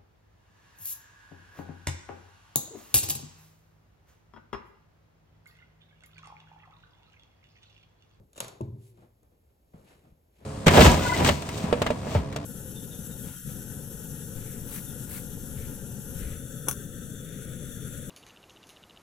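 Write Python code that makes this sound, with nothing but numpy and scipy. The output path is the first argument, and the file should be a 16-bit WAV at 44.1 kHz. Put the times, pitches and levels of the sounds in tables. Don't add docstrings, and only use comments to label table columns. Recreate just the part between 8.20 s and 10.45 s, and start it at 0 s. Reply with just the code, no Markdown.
import sys
import numpy as np
from scipy import signal
from scipy.fft import rfft, irfft, next_fast_len
from scipy.io import wavfile
from scipy.ndimage import uniform_filter1d

SR = 44100
rng = np.random.default_rng(int(sys.argv[2]) if len(sys.argv) > 2 else 0)


def master_out(mix):
    frames = np.transpose(np.atleast_2d(mix))
    ceiling = np.clip(frames, -1, 1)
    pcm = np.round(ceiling * 32767).astype(np.int16)
    wavfile.write(sys.argv[1], SR, pcm)


N = 99225
T = np.arange(N) / SR
FFT_SIZE = next_fast_len(2 * N)
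HZ = np.maximum(np.arange(FFT_SIZE // 2 + 1) * SR / FFT_SIZE, 1)


def from_db(db):
    return 10 ** (np.asarray(db) / 20)


def unit_rms(x):
    return x / np.sqrt(np.mean(x ** 2) + 1e-20)


def curve(points):
    hz, values = np.transpose(points)
    return np.interp(np.log(HZ), np.log(hz), values)


def tilt(db_per_octave, pivot_hz):
    return db_per_octave * np.clip(np.log2(HZ / pivot_hz), -3, 3)


def decay(t_s, t60_s):
    return np.exp(-np.log(1000) * np.maximum(t_s, 0) / t60_s)


def colour(x, gain_db):
    cepstrum = irfft(np.log(from_db(gain_db)), FFT_SIZE)
    cepstrum[1:FFT_SIZE // 2] *= 2
    cepstrum[FFT_SIZE // 2 + 1:] = 0
    return irfft(rfft(x, FFT_SIZE) * np.exp(rfft(cepstrum)), FFT_SIZE)[..., :N]


def convolve(x, response):
    return signal.fftconvolve(x[None], response, axes=1)[:, :N]


def diffuse(spectrum_db):
    # frequency in Hz, side relative to mid in dB.
    width_db = [(50, -12.5), (200, -21.5), (600, -0.5), (2000, -3), (3200, -1.5), (4800, -3.5), (7000, -16),
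                (10000, -41.5), (16000, -35)]
    width = from_db(curve(width_db))
    mid, side = rfft(rng.standard_normal((2, FFT_SIZE)))
    pair = (mid + side * width * [[1], [-1]]) / np.sqrt(1 + width ** 2)
    return unit_rms(irfft(pair * from_db(spectrum_db), FFT_SIZE)[:, :N])


def ring(force, modes):
    out = 0
    for k, (hz, db, t60_s) in enumerate(modes):
        radius, angle = decay(1 / SR, t60_s), 2 * np.pi * hz / SR
        mode = signal.lfilter([.5, 0, -.5], [1, -2 * radius * np.cos(angle), radius ** 2], force + 1e-18)
        out = out + (-1) ** k * from_db(db) * mode
    return out


def soft_contact(start_s, contact_s):
    pulse = np.sin(np.pi * np.clip((T - start_s) / contact_s, 0, 1)) ** 2
    return pulse / (pulse.sum() + 1e-12)


def room_noise():
    # frequency in Hz, level in dB.
    spectrum = [(20, -35.5), (28, -23), (38, -11.5), (52, 1), (80, 0), (130, -10), (250, -14.5), (500, -14),
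                (1000, -26), (1600, -32), (6000, -38), (10000, -35), (12200, -31.5), (13400, -25),
                (15500, -44.5)]
    return from_db(-66.5) * diffuse(curve(spectrum))


def room_response():
    # frequency in Hz, T60 in seconds.
    bands = [(100, .7), (500, 0.7), (1400, 0.48), (3700, .42), (8000, 0.36), (14000, 0.3)]
    # frequency in Hz, level in dB.
    spectrum = [(60, 2), (400, 3.5), (1000, 6), (2000, 4.5), (4000, -1), (7000, -5.5), (9000, -3.5),
                (11000, -6), (15000, -11)]
    build_s = 0.0049
    noise = rfft(diffuse(curve(spectrum)), FFT_SIZE)
    centres_hz, t60s_s = np.transpose(bands)
    tail = 0
    for weights, t60_s in zip(np.eye(len(bands)), t60s_s):
        band_gain = np.interp(np.log(HZ), np.log(centres_hz), weights)
        tail = tail + irfft(noise * band_gain, FFT_SIZE)[:, :N] * decay(T, t60_s)
    return unit_rms(tail * (1 - np.exp(-T / build_s))) / np.sqrt(N)


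def clothing():
    # peak time in seconds, half length in seconds, level in dB, tilt in dB per octave.
    swishes = [(0.658, 0.052, -67, 6), (0.804, 0.053, -75.5, 1), (1.655, 0.11, -72.5, 3.5),
               (1.708, 0.042, -62, -1.5), (1.796, .1, -73.5, 0), (2.25, 0.086, -70, 0.5)]
    # frequency in Hz, level in dB.
    spectrum = [(100, -4), (500, 4.5), (1300, 1), (2500, 3), (4000, -2), (5500, -7.5), (7500, -5),
                (10000, -4), (13000, -12), (16000, -27)]
    grain_db, flatness = 1.5, 2.9
    grain = unit_rms(uniform_filter1d(rng.standard_normal(N), size=200))
    out = 0
    for peak_s, half_s, db, db_per_octave in swishes:
        swell = np.exp(-.5 * np.abs((T - peak_s) / half_s) ** flatness)
        out = out + from_db(db) * swell * diffuse(curve(spectrum) + tilt(db_per_octave, pivot_hz=4080))
    return from_db(grain_db * grain) * out


def feet():
    # start in seconds, level in dB, attack and T60 in seconds, tilt in dB per octave.
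    steps = [(-.03, -44.5, 0.011, 0.24, -5), (0.77, -56.5, 0.012, 0.42, -1.5),
             (0.809, -56, 0.021, 0.31, -0.5), (1.026, -62, .006, .3, -1.5), (1.109, -67, 0.012, 0.43, -1),
             (1.29, -77, 0.014, 0.11, 4.5), (1.534, -51, 0.0039, 0.69, -1.5),
             (1.681, -60, 0.031, 0.81, -0.5), (1.83, -57, 0.023, 0.4, -1.5),
             (1.915, -52.5, 0.011, 0.08, -8), (2.178, -54, 0.046, .5, -1)]
    # frequency in Hz, level in dB.
    spectrum = [(30, -15), (70, -6.5), (160, -3), (300, -10.5), (500, -8.5), (1000, -17.5), (2000, -27),
                (5000, -40), (16000, -67)]
    heel_hz, heel_db, heel_t60_s = 168, -35.5, 0.055
    out = ring(soft_contact(start_s=1.542, contact_s=0.0033), [(heel_hz, heel_db, heel_t60_s)])
    for start_s, db, attack_s, t60_s, db_per_octave in steps:
        envelope = np.clip((T - start_s) / attack_s, 0, 1) * decay(T - start_s - attack_s, t60_s)
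        noise = diffuse(curve(spectrum) + tilt(db_per_octave, pivot_hz=400))
        out = out + from_db(db) * envelope * noise
    return out


def creep():
    start_s, end_s, ramp_s = .555, .87, 0.021
    start_hz, sag_hz_per_s, waver_band_hz, waver_hz = 397, 171, 30, 15
    start_db, fade_db_per_s, waver_db = -57.5, 27, 2
    age_s = np.clip(T - start_s, 0, 1)
    lowpass = np.exp(-(HZ / waver_band_hz) ** 2)
    waver = unit_rms(irfft(rfft(rng.standard_normal(FFT_SIZE)) * lowpass, FFT_SIZE)[:N])
    pitch_hz = start_hz - sag_hz_per_s * age_s + waver_hz * waver
    level_db = start_db - fade_db_per_s * age_s + waver_db * waver[::-1]
    gate = np.clip(np.minimum(age_s, end_s - T) / ramp_s, 0, 1)
    return gate * from_db(level_db) * np.sin(2 * np.pi * np.cumsum(pitch_hz) / SR)


def bench(room):
    # start in seconds, level in dB, contact time in seconds.
    thuds = [(0.2049, -45, 0.00081), (0.253, -41, 0.0028), (0.4073, -24, 0.0014), (0.4155, -35, .008),
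             (.4536, -40.5, 0.00164), (0.4795, -30.5, 0.0043), (0.5272, -28.5, 0.0065), (0.5517, -49, .006),
             (0.6241, -44, 0.0067)]
    # frequency in Hz, gain in dB, T60 in seconds.
    modes = [(93.4, -16, 0.94), (112.2, -12.5, 1), (131.4, -6.5, 0.42), (161, -20, 0.39), (214.3, -8, 0.12),
             (293.7, -17.5, .4), (344, -1, 0.071), (409.8, -21.5, 0.33), (536, -20, 0.14),
             (644, -16.5, 0.16), (872.4, -12, 0.16), (1032, 3, 0.03)]
    echo_db = -19.5
    force = sum(from_db(db) * soft_contact(start_s, contact_s) for start_s, db, contact_s in thuds)
    boom = ring(force, modes)
    return boom + from_db(echo_db) * convolve(boom, room)


def scrape():
    peak_s, sigma_s, level_db, slips_per_s = 0.18, 0.019, -46.5, 655
    slips = (rng.random(N) < slips_per_s / SR) * rng.standard_normal(N)
    return from_db(level_db) * slips * np.exp(-.5 * ((T - peak_s) / sigma_s) ** 2)


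def shell(room):
    # time in seconds, level in dB, tilt in dB per octave.
    clacks = [(0.1318, -46, 1), (0.159, -44, -3.5), (0.164, -42.5, 0), (0.1777, -34, 1), (.1795, -31, -2),
              (0.2037, -15, 0), (0.2046, -30.5, 1.5), (0.226, -56, -9), (0.2432, -39.5, -5.5),
              (.246, -30, -1.5), (.2818, -30, 0.5), (.4108, -40.5, -1.5), (0.775, -58.5, -6),
              (1.031, -62, 5)]
    # frequency in Hz, gain in dB, T60 in seconds.
    modes = [(380, -30, 0.043), (570, -18.5, 0.055), (917, -28.5, 0.0377), (1345, -34, .02),
             (2676, -18.5, .014), (3700, -18.5, 0.0156), (4460, -29, .02), (7010, -3.5, 0.0038),
             (7340, -5.5, 0.0053), (7700, -6.5, 0.0045), (10250, -5.5, 0.0037), (11830, -14, .004),
             (13300, -13, .003)]
    # frequency in Hz, level in dB.
    rattle_spectrum = [(60, -17), (150, 0.5), (400, 6), (800, 0), (1050, 2), (1550, -0.5), (2000, -12),
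                       (2750, 1), (3200, -4), (3700, -0.5), (5000, -8.5), (7000, -0.5), (8800, -20.5),
                       (10500, -2.5), (13000, -14), (16000, -34)]
    # frequency in Hz, gain in dB.
    room_send = [(60, -5.5), (110, 8.5), (220, 3.5), (520, 9.5), (1200, 6), (2050, 0), (2750, 4.5),
                 (3200, 4), (3850, 9.5), (5200, 4.5), (7000, 12), (8800, 4), (10300, 10), (13000, 6),
                 (14500, -4), (16000, -16.5)]
    rattle_db, rattle_t60_s, echo_db = -13, 0.038, -1
    forces = [colour(signal.unit_impulse(N, int(time_s * SR)), db + tilt(db_per_octave, pivot_hz=4150))
              for time_s, db, db_per_octave in clacks]
    forces.append(scrape())
    rattle_decay = decay(T, rattle_t60_s)
    rattle = sum(convolve(force, diffuse(curve(rattle_spectrum)) * rattle_decay) for force in forces)
    echo = convolve(colour(sum(forces), curve(room_send)), room)
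    return ring(sum(forces), modes) + from_db(rattle_db) * rattle + from_db(echo_db) * echo


def scene():
    room = room_response()
    return shell(room) + bench(room) + creep() + feet() + clothing() + room_noise()


def record(dry):
    # frequency in Hz, lead of the left in radians.
    left_lead = [(0, 0), (340, .65), (600, 1.35), (1120, 3.2), (1800, 4.8), (2400, 6.2), (3200, 9.3),
                 (3800, 11.8), (4300, 12.9), (5300, 14.1), (6820, 12.57), (16000, -.12)]
    # frequency in Hz, left minus right in dB.
    balance = [(60, -0.5), (125, 0.6), (250, 2), (550, 3), (1200, -0.7), (3000, 1.5), (5000, 1.5),
               (8000, 0.5), (15000, -.6)]
    cutoff_hz = 16450
    lead_rad = np.interp(HZ, *np.transpose(left_lead))
    response = from_db(curve(balance) * [[.5], [-.5]]) * np.exp(1j * lead_rad * [[1], [0]])
    heard = irfft(rfft(dry, FFT_SIZE) * response, FFT_SIZE)[:, :N]
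    return signal.sosfilt(signal.ellip(10, .1, 80, cutoff_hz, fs=SR, output="sos"), heard)


dry = scene()
out = record(dry)
master_out(out)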